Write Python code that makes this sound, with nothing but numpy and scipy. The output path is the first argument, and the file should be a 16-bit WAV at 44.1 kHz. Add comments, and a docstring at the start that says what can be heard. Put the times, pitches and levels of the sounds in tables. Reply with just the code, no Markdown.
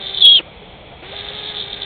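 """Skunks squabbling at night

Two skunks on leaf litter in a yard, close to a trail camera with a narrow-band microphone.
One whines on a low buzzing note whose pulses ring a shrill, fluttering resonance; this breaks into
a loud whistling squeal that sags and ends in a grunt. After a pause with a few faint grunts the
raspy whine starts again. A steady rumble and hiss lie underneath."""
import sys
import numpy as np
from scipy import signal
from scipy.fft import rfft, irfft, next_fast_len
from scipy.io import wavfile
from scipy.ndimage import map_coordinates

SR = 44100
rng = np.random.default_rng(int(sys.argv[2]) if len(sys.argv) > 2 else 0)


def inscribe(sig):
    """Save sig as 16-bit PCM at rate SR to the path in sys.argv[1].

    A 1-D sig is mono; a 2-D sig holds one channel per row.
    Samples are clipped to [-1, 1] before scaling.
    """
    pcm = np.round(np.clip(np.atleast_2d(sig).T, -1, 1) * 32767)
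    wavfile.write(sys.argv[1], SR, pcm.astype(np.int16))


N = 81585


def amp(db):
    """Decibels to gain."""
    return 10 ** (np.asarray(db) / 20)


def unit(x):
    """Scale to rms 1."""
    return x / np.sqrt(np.mean(x ** 2) + 1e-20)


def clock():
    """Seconds at each sample."""
    return np.arange(N) / SR


def curves(rows):
    """One value per sample for each column after the time."""
    times, *columns = np.transpose(rows)
    return [np.interp(clock(), times, column) for column in columns]


def wobble(rate):
    """A smooth random curve, rate knots a second."""
    return map_coordinates(rng.standard_normal(N // 8), [clock() * rate + 2], mode="wrap")


def turning(hz):
    """Phase of an oscillator in radians."""
    return 2 * np.pi * np.cumsum(hz) / SR


def filtered(x, response):
    """Filter x by a gain given as a function of frequency."""
    size = next_fast_len(N + 8192)
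    return irfft(rfft(x, size) * response(np.fft.rfftfreq(size, 1 / SR)), size)[:N]


def coloured(x, spectrum):
    """x shaped by (Hz, dB) points, at rms 1."""
    freq_hz, db = np.transpose(spectrum)
    return unit(filtered(x, lambda hz: amp(np.interp(np.log(hz + 1), np.log(freq_hz + 1), db))))


def whine(phase):
    """The low buzzing note, with air that escapes once a cycle."""
    # loudness of the note: time_s, level_db
    loudness = [(0, -42), (.1, -43), (.21, -43), (.3, -47), (.385, -45), (.403, -33), (.43, -64.5),
                (.45, -105), (1.012, -92), (1.026, -40.5), (1.07, -42.5), (1.2, -39), (1.58, -40),
                (1.66, -42.5), (1.85, -40.5)]
    # harmonics from the fundamental up: relative_db
    harmonics = [0, -5.5, -9.5, -7.5, -9.5, -36, -17]
    # spectrum of the escaping air: freq_hz, relative_db
    air_spectrum = [(300, -7), (800, -4), (1200, -10), (1600, -4.5), (2100, -2.5), (2700, -3.5),
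                    (3000, -1.5), (4200, -20.5), (4600, -13)]
    level_db, = curves(loudness)
    note = np.zeros(N)
    for number, db in enumerate(harmonics, start=1):
        gain = amp(db + 0.68 * wobble(25))
        note += gain * np.sin(number * phase + rng.uniform(0, 2 * np.pi))
    puffs = rng.standard_normal(N) * (1 + 1.7 * np.cos(phase))
    air = amp(4) * coloured(puffs, air_spectrum)
    return amp(level_db) * (unit(note) + air)


def rasp(phase):
    """Each cycle of the low voice rings the shrill throat resonance, in fluttering bunches."""
    # throat resonance: freq_hz, relative_db
    throat = [(2000, -63), (2900, -36.5), (3080, -4.5), (3380, -3), (3550, 5), (3720, -1.5), (3950, -7),
              (4200, -13.5), (4500, -23.5)]
    # loudness of the rasp: time_s, level_db
    loudness = [(0, -37), (.025, -29), (.068, -28.5), (.11, -28), (.135, -26.5), (.18, -23), (.225, -19),
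                (.28, -29.5), (.35, -22), (.39, -29.5), (.41, -94), (1.0, -101.5), (1.05, -43.5),
                (1.155, -35.5), (1.205, -30), (1.235, -34.5), (1.32, -38), (1.385, -27.5), (1.425, -36),
                (1.495, -23.5), (1.535, -39), (1.578, -24.5), (1.605, -24.5), (1.64, -31.5), (1.71, -33.5),
                (1.81, -36), (1.85, -31)]
    # sharp catches in the voice: centre_s, peak_db
    catches = [(0.071, -15.5), (.1475, -13.5), (.161, -15), (.1745, -11.5), (0.186, -6.5), (1.166, -16.5),
               (1.189, -14), (1.25, -17.5), (1.267, -27), (1.288, -18.5), (1.3, -16.5), (1.337, -17),
               (1.352, -17.5), (1.398, -24), (1.4353, -13), (1.459, -16), (1.472, -15.5), (1.492, -12),
               (1.523, -20), (1.548, -17), (1.561, -14.5), (1.586, -16), (1.613, -17), (1.625, -14),
               (1.663, -17.5), (1.703, -21), (1.731, -12.5), (1.744, -17.5), (1.82, -19), (1.833, -15)]
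    jitter_s, scatter_db = .00007, 3.84
    flutter_hz, flutter_wander, flutter_depth = 77.96, .22, .27
    catch_sigma_s, crest_db = .0024, 6.5  # a catch's rms lies crest_db under its peak
    cycle_starts = np.flatnonzero(np.diff(phase // (2 * np.pi)))
    timing, strength = rng.standard_normal((1024, 2))[:len(cycle_starts)].T
    onsets = np.round(cycle_starts + jitter_s * SR * timing).astype(int)
    pulses = np.bincount(np.clip(onsets, 0, N - 1), amp(scatter_db * strength), N)
    ring = coloured(pulses, throat)
    flutter_phase = turning(flutter_hz * (1 + flutter_wander * wobble(70)))
    flutter = unit(1 + flutter_depth * np.sin(flutter_phase))
    level_db, = curves(loudness)
    spikes = sum(amp(peak_db - crest_db) * np.exp(-.5 * ((clock() - centre_s) / catch_sigma_s) ** 2)
                 for centre_s, peak_db in catches)
    return ring * np.maximum(amp(level_db) * flutter, spikes)


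def night():
    """Steady low rumble and faint hiss."""
    # spectrum of the night ambience: freq_hz, relative_db
    spectrum = [(15, -39), (25, -8.5), (59, -0.5), (96, -5), (183, -4), (263, -15), (319, -8), (356, -15.5),
                (422, -7), (546, -8.5), (752, -7.5), (952, -15.5), (1770, -22.5), (2290, -12), (2840, -20),
                (3370, -11), (4170, -29), (5420, -54.5), (9170, -120)]
    return amp(-39) * coloured(rng.standard_normal(N), spectrum)


def yard_scatter(voice):
    """Short reflections from the ground and a trellis."""
    t60_s, gap_s = .09, .003
    t = np.arange(SR // 4) / SR
    tail = rng.standard_normal(len(t)) * amp(-60 * t / t60_s) * (t > gap_s)
    return signal.fftconvolve(voice, tail / np.linalg.norm(tail))[:N]


def squeal(low_hz):
    """A second oscillator in the throat whistles; each unsteady low cycle dips its level and pitch."""
    # the whistle between dips, ahead of the throat's filter: time_s, pitch_hz, level_db
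    contour = [(.205, 3710, -34.5), (.212, 3599, -15), (.22, 3564, -8.5), (.226, 3434, -4),
               (.231, 3402, -13.5), (.24, 3305, -6.5), (.252, 3368, -2), (.263, 3363, -2.5),
               (.271, 3277, -3.5), (.302, 3310, -4), (.308, 3284, -7.5), (.318, 3299, -4.5),
               (.327, 3314, -5), (.336, 3258, -8), (.358, 3271, -5), (.37, 3174, -8), (.377, 3070, -11.5),
               (.387, 2996, -12.5), (.394, 2588, -13), (.4, 1914, -26)]
    # how deeply the low voice chokes the whistle: time_s, depth_fraction
    choking = [(.21, 0.59), (.24, 0.34), (.267, 0.74), (.277, 0.07), (.298, 0.6), (.308, 0.3), (.322, 0.5),
               (.338, .6), (.365, .6), (.39, 0.76)]
    choke_sag_hz, throat_edge_hz = 259, 2565
    pitch_hz, level_db = curves(contour)
    depth = np.clip(curves(choking)[0] * (1 + .25 * wobble(300)), 0, 1)
    low_phase = turning(low_hz * (1 + .16 * wobble(250)))
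    choke = np.sin(low_phase / 2) ** 4
    sag_hz = choke_sag_hz * depth * (choke - choke.mean())
    phase = turning(pitch_hz * (1 + .01 * wobble(600)) - sag_hz)
    sounding = (clock() > contour[0][0]) & (clock() < contour[-1][0])
    whistle = np.sqrt(2) * amp(level_db) * sounding * (1 - depth * choke) * np.sin(phase)
    # the throat passes little of the whistle below its edge
    return filtered(whistle, lambda hz: .15 + .85 / (1 + (throat_edge_hz / (hz + 1)) ** 24))


def grunts():
    """Brief low notes, most of them gliding; the strongest and roughest closes the squeal."""
    # grunts: centre_s, pitch_hz, glide_octaves_per_s, sigma_s, level_db, roughness_fraction
    notes = [(.273, 460, 10, .008, -38, .06), (.402, 560, -24, .006, -31, .3),
             (.484, 640, 20, .009, -40, .06), (.632, 420, 0, .009, -41, .06),
             (.932, 700, 10, .010, -39, .15), (1.134, 590, 18, .009, -35, .04),
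             (1.31, 530, 0, .008, -38, .04)]
    octave_db = -12.5
    out = np.zeros(N)
    for centre_s, pitch_hz, glide, sigma_s, level_db, roughness in notes:
        t = clock() - centre_s
        gliding_hz = pitch_hz * 2 ** (glide * np.clip(t, -.03, .03))
        phase = turning(gliding_hz * (1 + roughness * wobble(700)))
        tone = unit(np.sin(phase) + amp(octave_db) * np.sin(2 * phase))
        out += amp(level_db) * np.exp(-.5 * (t / sigma_s) ** 2) * tone
    return out


def scene():
    """One skunk's voice at close range, with weak reflections from the yard and the night behind it."""
    # pitch of the low voice: time_s, pitch_hz
    low_pitch = [(0, 388), (.1, 395), (.2, 385), (.3, 400), (.39, 370), (.42, 290), (1.02, 335),
                 (1.055, 378), (1.15, 404), (1.35, 417), (1.44, 412), (1.475, 434), (1.52, 412), (1.6, 420),
                 (1.63, 396), (1.7, 406), (1.85, 400)]
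    low_hz, = curves(low_pitch)
    phase = turning(low_hz * (1 + .014 * wobble(120)))
    skunk = whine(phase) + rasp(phase) + squeal(low_hz) + grunts()
    return (skunk + amp(-24) * yard_scatter(skunk) + night())[None]


def record(dry):
    """The trail camera's mono microphone passes only a narrow band; the top of the squeal clips."""
    mic_cutoff_hz, mic_order, top_hz = 4400, 24, 17270
    narrow = filtered(dry[0], lambda hz: 1 / (1 + (hz / mic_cutoff_hz) ** (2 * mic_order)))
    clipped = np.clip(narrow, -1, 1)
    return filtered(clipped, lambda hz: hz < top_hz)[None]


dry = scene()
out = record(dry)
inscribe(out)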